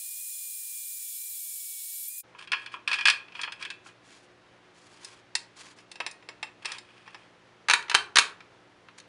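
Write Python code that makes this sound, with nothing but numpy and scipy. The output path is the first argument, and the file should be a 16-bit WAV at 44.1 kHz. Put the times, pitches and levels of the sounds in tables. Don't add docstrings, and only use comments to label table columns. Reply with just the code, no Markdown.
import sys
import numpy as np
from scipy import signal
from scipy.fft import rfft, irfft
from scipy.io import wavfile

SR = 44100
rng = np.random.default_rng(int(sys.argv[2]) if len(sys.argv) > 2 else 0)


def store_wav(level_fs):
    pcm = np.round(np.clip(np.atleast_2d(level_fs), -1, 1) * 32767)
    wavfile.write(sys.argv[1], SR, pcm.T.astype(np.int16))


N = 400428
TIME = np.arange(N) / SR

# mode_hz, relative_db, t60_s
PANEL = [(925, -12, .2), (1066, -6, .26), (1270, -11, .2), (1386, -12, .2), (1632, -3, .4), (1677, -3, .35),
         (1857, -13, .3), (2307, -5, .18), (2440, 0, .27), (2508, 0, .27), (2640, -1, .27),
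         (2961, -11, .25), (3208, -6, .25), (3271, -6, .25), (3430, -8, .33), (3860, -8, .14),
         (4215, -11, .2), (4310, -10, .22), (4415, -10, .27), (4720, -12, .18), (5060, -10, .17),
         (6487, -22, .18), (6918, -22, .18), (8877, -26, .18)]
# freq_hz, relative_db_per_hz
SCREW_COLOUR = [(59, -62), (100, -44), (729, -23), (1060, -10), (1340, -13), (1670, -11), (2070, -12.5),
                (2470, -8), (2830, -11), (3250, -11), (4030, -21.5), (4820, -18), (6600, -26.5),
                (9400, -25), (11000, -41), (14300, -67), (22000, -120)]


def amp(db):
    return 10 ** (np.asarray(db) / 20)


def evened(x):
    return x / np.sqrt(np.mean(x ** 2) + 1e-20)


def read(points, hz):
    f, value = np.transpose(points)
    return np.interp(np.log(hz + 1), np.log(f + 1), value)


def add(mix, start_s, sound):
    part = mix[round(start_s * SR):][:len(sound)]
    part += sound[:len(part)]


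def noise(colour, size=N, peaks=(), band_hz=(0, SR)):
    hz = np.fft.rfftfreq(size, 1 / SR)
    db = read(colour, hz)
    for f, width, height in peaks:
        db = db + height / (1 + (2 * (hz - f) / width) ** 2)
    inside = (hz >= band_hz[0]) * (hz < band_hz[1])
    return evened(irfft(rfft(rng.standard_normal(size)) * amp(db) * inside, size))


def wander(knots_per_s):
    knots = rng.standard_normal(N // 8)
    return evened(np.interp(TIME * knots_per_s, np.arange(len(knots)), knots))


def low_pass(x, hz, size):
    return signal.oaconvolve(x, signal.firwin(size, hz, window=("kaiser", 9), fs=SR), "same")


def strokes(rows, attack_s, release_s):
    gain = np.zeros(N)
    for start, length, db in rows:
        ramp = np.minimum((TIME - start) / attack_s, (start + length - TIME) / release_s)
        gain += amp(db) * np.clip(ramp, 0, 1)
    return gain


def strike(brightness_db, bands_db, colour, modes, crack_t60_s, ring_db, crack_db, detune):
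    rise_s, scatter_db, ring_tilt_per_octave = .0012, 3, 0.29
    bass, presence, treble = np.add(bands_db, brightness_db * np.array((-0.46, 0.8, 1.33)))
    t = np.arange(int(SR / 2)) / SR
    short = t[:4096]
    out = np.zeros(len(t))
    body = [(hz, 110, 7 * amp(mode_db / 2)) for hz, mode_db, _ in modes]
    bands = [((0, 1400), bass, 1.55), ((1400, 3400), 0, 1.38),
             ((3400, 6000), presence, 0.8), ((6000, SR), treble, .75)]
    for band_hz, band_db, slowness in bands:
        crack = noise(colour, size=len(short), peaks=body, band_hz=band_hz)
        crack *= amp(-60 * short / (crack_t60_s * slowness)) * np.minimum(short / rise_s, 1)
        crack /= np.sqrt(np.sum(crack ** 2) / (0.0086 * SR))
        add(out, 0, amp(crack_db + band_db) * crack)
    hz, mode_db, t60 = np.transpose(modes)[:, :, None]
    hz = hz * (1 + detune * rng.standard_normal(hz.shape))
    tilt_db = ring_tilt_per_octave * brightness_db * np.log2(hz)
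    share = amp(mode_db + tilt_db + scatter_db * rng.standard_normal(hz.shape))
    share /= np.linalg.norm(share)
    ringing = share * amp(-60 * t / t60) * np.sin(2 * np.pi * (hz * t + rng.random(hz.shape)))
    return out + amp(ring_db) * ringing.sum(0) * np.minimum(t / rise_s, 1)


def blows(rows, **how):
    out = np.zeros(N)
    for start, db, brightness_db in rows:
        add(out, start, amp(db) * strike(brightness_db, **how))
    return out


def background():
    # freq_hz, relative_db
    hum_lines = [(118.4, -72), (177, -72), (226.1, -78), (296.1, -71.5), (360.7, -69), (511.4, -75.5)]
    # freq_hz, relative_db_per_hz
    air_colour = [(25, -25), (85, -14), (112, -9), (149, -13.5), (247, -12.5), (362, -7.5), (470, -9),
                  (1800, -13), (3300, -18.5), (6000, -28), (8000, -35), (10500, -38), (12000, -60)]
    hum = np.zeros(N)
    for hz, db in hum_lines:
        hum += amp(db) * (1 + 0.19 * wander(6)) * np.sin(2 * np.pi * hz * TIME + wander(4.2))
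    air = noise(air_colour) * amp(.5 * wander(32))
    return amp(-59.3) * air + amp(1.5) * hum


def room(x):
    # freq_hz, t60_s
    decay = [(200, 0.7), (1500, 0.32), (4000, 0.24), (10000, 0.21)]
    build_up_s = 0.0017
    hz, t, z = signal.stft(rng.standard_normal(SR // 2), SR, nperseg=256)
    tail = signal.istft(z * amp(-60 * t / read(decay, hz)[:, None]), SR, nperseg=256)[1]
    tail *= np.minimum(np.arange(len(tail)) / SR / build_up_s, 1) ** 2
    return signal.fftconvolve(x, tail / np.linalg.norm(tail))[:N]


def brushing():
    # start_s, length_s, relative_db
    brush_rows = [(3.83, 0.12, -55.5), (4.03, 0.25, -57.5), (4.73, 0.32, -57.5), (5.0, .22, -55.5),
                  (5.555, 0.11, -43), (5.63, 0.12, -50), (5.76, 0.088, -53), (8.975, 0.038, -42.5)]
    # freq_hz, relative_db_per_hz
    brush_colour = [(300, -23), (1000, 1.5), (2500, 0), (4000, -0.5), (5500, -1), (7500, -3.5),
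                    (10000, -8.5)]
    grain_db, drag_db = 2, -2.5
    rub = noise(brush_colour, peaks=[(hz, 130, 5) for hz, _, _ in PANEL[1::3]])
    rub *= amp(grain_db * wander(830) + drag_db * wander(70))
    return amp(-1.0) * strokes(brush_rows, attack_s=0.028, release_s=0.078) * evened(rub)


def scraping():
    # start_s, length_s, relative_db
    scrape_rows = [(2.38, 0.086, -43), (2.57, .11, -49), (2.712, 0.068, -45.5), (2.878, 0.18, -39),
                   (3.34, 0.14, -44.5), (3.59, 0.059, -43.5), (4.96, 0.26, -59), (6.615, .05, -46.5),
                   (6.645, 0.14, -39), (6.76, 0.52, -56.5)]
    grain_db, catch_db = 3, 2
    resonances = [(hz, 80, 6) for hz, _, _ in PANEL]
    rub = noise(SCREW_COLOUR, peaks=resonances + [(6000, 23000, 2)])
    rub *= amp(grain_db * wander(860) + catch_db * wander(110))
    return amp(-3) * strokes(scrape_rows, attack_s=0.012, release_s=0.037) * evened(rub)



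def socket():
    # start_s, relative_db, brightness_db
    clink_rows = [(5.046, -54, 15), (5.352, -31, 8.5), (5.786, -56, -1), (5.915, -50.5, 7.5),
                  (5.956, -49, -1), (6.002, -32.5, -7.5), (6.064, -34.5, 2), (6.112, -65, 20),
                  (6.225, -56.5, -9), (6.288, -40.5, -4.5), (6.428, -34.5, -3), (6.648, -40.5, -7),
                  (6.655, -35.5, 4), (6.7, -47, -9), (6.718, -42, 6.5), (6.783, -48, 6),
                  (7.077, -48.5, -12), (7.145, -45, -7.5)]
    # mode_hz, relative_db, t60_s
    socket_modes = [(888, 2, 0.076), (1103, -10.5, 0.3), (1293, -4.5, 0.11), (1686, -2, 0.16),
                    (1900, -4, 0.32), (2532, 2, 0.25), (2685, 9.5, 0.11), (3735, -1.5, 0.15),
                    (4420, -15, 0.45), (5090, 8.5, 0.041), (4800, -23, .09), (6130, -19, 0.044),
                    (7290, -2, 0.12), (9240, -4, .06)]
    # freq_hz, relative_db_per_hz
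    socket_colour = [(59, -37), (100, -45), (446, -16.5), (611, -19.5), (905, -8.5), (1390, -17.5),
                     (1570, -8.5), (2150, -2), (2620, -11), (3250, -7.5), (5530, -8.5), (6600, -16),
                     (9220, -13.5), (11000, -25), (14300, -59), (22000, -120)]
    return blows(clink_rows, bands_db=(-6.5, -1.9, -11.5), colour=socket_colour, modes=socket_modes,
                 crack_t60_s=0.042, ring_db=0, crack_db=1.5, detune=0.008)


def ratchet():
    # start_s, relative_db, brightness_db
    clack_rows = [(7.685, -23, -2), (7.698, -18, 1), (7.71, -19.5, 1), (7.735, -17, 2), (7.755, -41.5, -8),
                  (7.825, -46.5, 2.5), (7.882, -43.5, -7.5), (7.897, -29.5, 3.5), (7.914, -28, -3.5),
                  (7.944, -23, -1.5), (7.948, -15, 2), (8.157, -20, 4), (8.169, -14.5, 1),
                  (8.185, -14, 4.5), (8.193, -26, 8.5), (8.405, -48, -5.5), (8.885, -50, -9),
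                  (9.0, -54.5, 9)]
    # mode_hz, relative_db, t60_s
    ratchet_modes = [(432, -17, .2), (905, -6, .11), (965, -7, .11), (1166, -8, .13), (1385, -7, .16),
                     (1545, -5, .12), (1670, -2, .16), (1776, -5, .13), (1938, -7, .11), (2260, -5, .13),
                     (2430, -4, .14), (2550, -5, .14), (2695, 0, .13), (3080, -1, .13), (3700, -6, .12),
                     (3980, 0, .12), (4180, -5, .11), (4420, -5, .14), (4610, -7, .13), (5090, -8, .1),
                     (5362, -9, .1), (6160, -10, .09), (6910, -12, .08), (7477, -15, .08), (8930, -16, .07)]
    # freq_hz, relative_db_per_hz
    ratchet_colour = [(24, -65.5), (45, -38.5), (260, -28.5), (420, -19.5), (720, -21.5), (910, -11.5),
                      (1100, -11.5), (1680, -4.5), (3400, -8), (4100, -7), (5560, -14.5), (6110, -10.5),
                      (7920, -21.5), (9110, -17), (11000, -28.5)]
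    return blows(clack_rows, bands_db=(-6, -4.5, -11), colour=ratchet_colour, modes=ratchet_modes,
                 crack_t60_s=0.031, ring_db=-6.0, crack_db=-0.5, detune=0.0052)


def screw():
    # start_s, relative_db, brightness_db
    knock_rows = [(2.349, -51.5, -34), (2.473, -44, -1), (2.518, -25.5, 2), (2.531, -22, -10.5),
                  (2.661, -37.5, 1), (2.74, -36, -31), (2.876, -23, -0.5), (2.914, -24.5, -2),
                  (2.93, -24, 1), (2.94, -26.5, 0), (2.986, -28, -5), (3.009, -30.5, -1.5),
                  (3.054, -15.5, 1.5), (3.072, -21, 5.5), (3.083, -15, 0.5), (3.099, -21, 7.5),
                  (3.282, -49.5, -7), (3.321, -49, -4), (3.351, -38.5, -7), (3.392, -34.5, -13),
                  (3.414, -39, 12), (3.433, -28, -3.5), (3.476, -36, -21), (3.521, -38, 5.5),
                  (3.625, -33.5, 2), (3.65, -35, 3), (3.702, -36, 5.5), (3.862, -52, -35),
                  (3.887, -53, -10)]
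    return blows(knock_rows, bands_db=(-13, -8, -21), colour=SCREW_COLOUR, modes=PANEL,
                 crack_t60_s=0.055, ring_db=-8, crack_db=0.0, detune=0.0011)


def drill():
    # time_s, whine_hz
    whine_track = [(0.0, 2429), (0.19, 2427), (0.21, 2461), (0.3, 2432), (0.88, 2381), (0.91, 2398),
                   (1.16, 2325), (1.24, 2366), (1.32, 2366), (1.41, 2310), (1.53, 2330), (1.64, 2263),
                   (1.67, 2303), (1.76, 2290), (1.81, 2223), (1.85, 2277), (1.91, 2263), (1.93, 2301),
                   (2.02, 2314), (2.06, 2268), (2.11, 2437), (2.17, 2436)]
    # multiple_of_whine, relative_db, unsteadiness (0-1)
    gear_partials = [(1, 1, .12), (1.71, -9, .4), (2, -7, .3), (2.94, -5, .4), (3.06, -5, .4), (4, 2, .4),
                     (5, 8.5, .35), (6, -1, .4), (6.21, 7, .35)]
    # freq_hz, relative_db_per_hz
    cut_colour = [(35, -81), (60, -48), (536, -42.5), (937, -39.5), (1010, -43), (2070, -31), (2380, -26),
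                  (2670, -23.5), (3450, -20.5), (5900, -15.5), (6950, -8.5), (8980, -4.5), (13000, -10.5),
                  (14600, -5), (15700, -10.5)]
    # freq_hz, width_hz, boost_db
    bit_peaks = [(966, 33, 13), (1860, 30, 8.5), (3424, 40, 13), (4070, 180, 5.5), (5250, 56, 9.5),
                 (7140, 98, 7), (9650, 1700, 2.5), (12700, 500, 0), (14400, 1200, 1)]
    breakthrough_s, end_s, stop_t60_s = 2.06, 2.207, .035

    speed_hz = np.interp(TIME, *np.transpose(whine_track))
    turns = np.cumsum(speed_hz * (1 + .0005 * wander(60))) / SR
    load = np.clip((speed_hz.max() - speed_hz) / np.ptp(speed_hz), 0, 1)
    through = np.clip((TIME - breakthrough_s) / .04, 0, 1)
    whine = amp(-58 - 7 * load)
    sing = amp(-61 + 4.2 * load - 5 * through)
    cut = amp(-38 - .3 * load - 2 * through)
    chatter = amp(-54.5 + 3.2 * load - 4.5 * through)

    lines = np.zeros(N)
    for k, db, loose in gear_partials:
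        mesh = evened(1 + loose * (wander(8) + .7 * wander(50)))
        mesh *= sing if k >= 5 else whine
        phase = 2 * np.pi * k * turns + loose * wander(70)
        lines += amp(db) * mesh * np.sqrt(2) * np.sin(phase)

    rotor = np.cos(2 * np.pi * turns / 8)
    grit = evened(amp(0.5 * wander(1000)) * (1 + 0.093 * rotor))
    hiss = cut * noise(cut_colour, peaks=bit_peaks, band_hz=(5900, SR))
    rasp = chatter * noise(cut_colour, peaks=bit_peaks, band_hz=(2700, 5900))
    body = amp(-67) * noise(cut_colour, peaks=[*bit_peaks, (2386, 810, 0.5)], band_hz=(0, 2700))
    squeal = noise([(11000, -36), (13000, 21), (13600, -1), (15000, -6), (16000, -29)])
    squeal *= amp(-45) * through * evened(amp(9.5 * wander(60)))
    running = amp(-60 * np.maximum(TIME - end_s, 0) / stop_t60_s)
    return running * (lines + grit * (hiss + rasp) + body + squeal)


def scene():
    knocks, clinks, clacks = screw(), socket(), ratchet()
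    echo = room(amp(-11) * knocks + amp(-11) * clinks + amp(-9) * clacks)
    shop = knocks + clinks + clacks + echo + scraping() + brushing() + background()
    shop = np.clip(shop, -.85, .85)
    begun = np.clip((TIME - 2.229) / 0.011, 0, 1)
    return (drill() + begun * low_pass(shop, hz=10900, size=121))[None]


def record(dry):
    return low_pass(dry[0], hz=15750, size=1023)[None]


dry = scene()
out = record(dry)
store_wav(out)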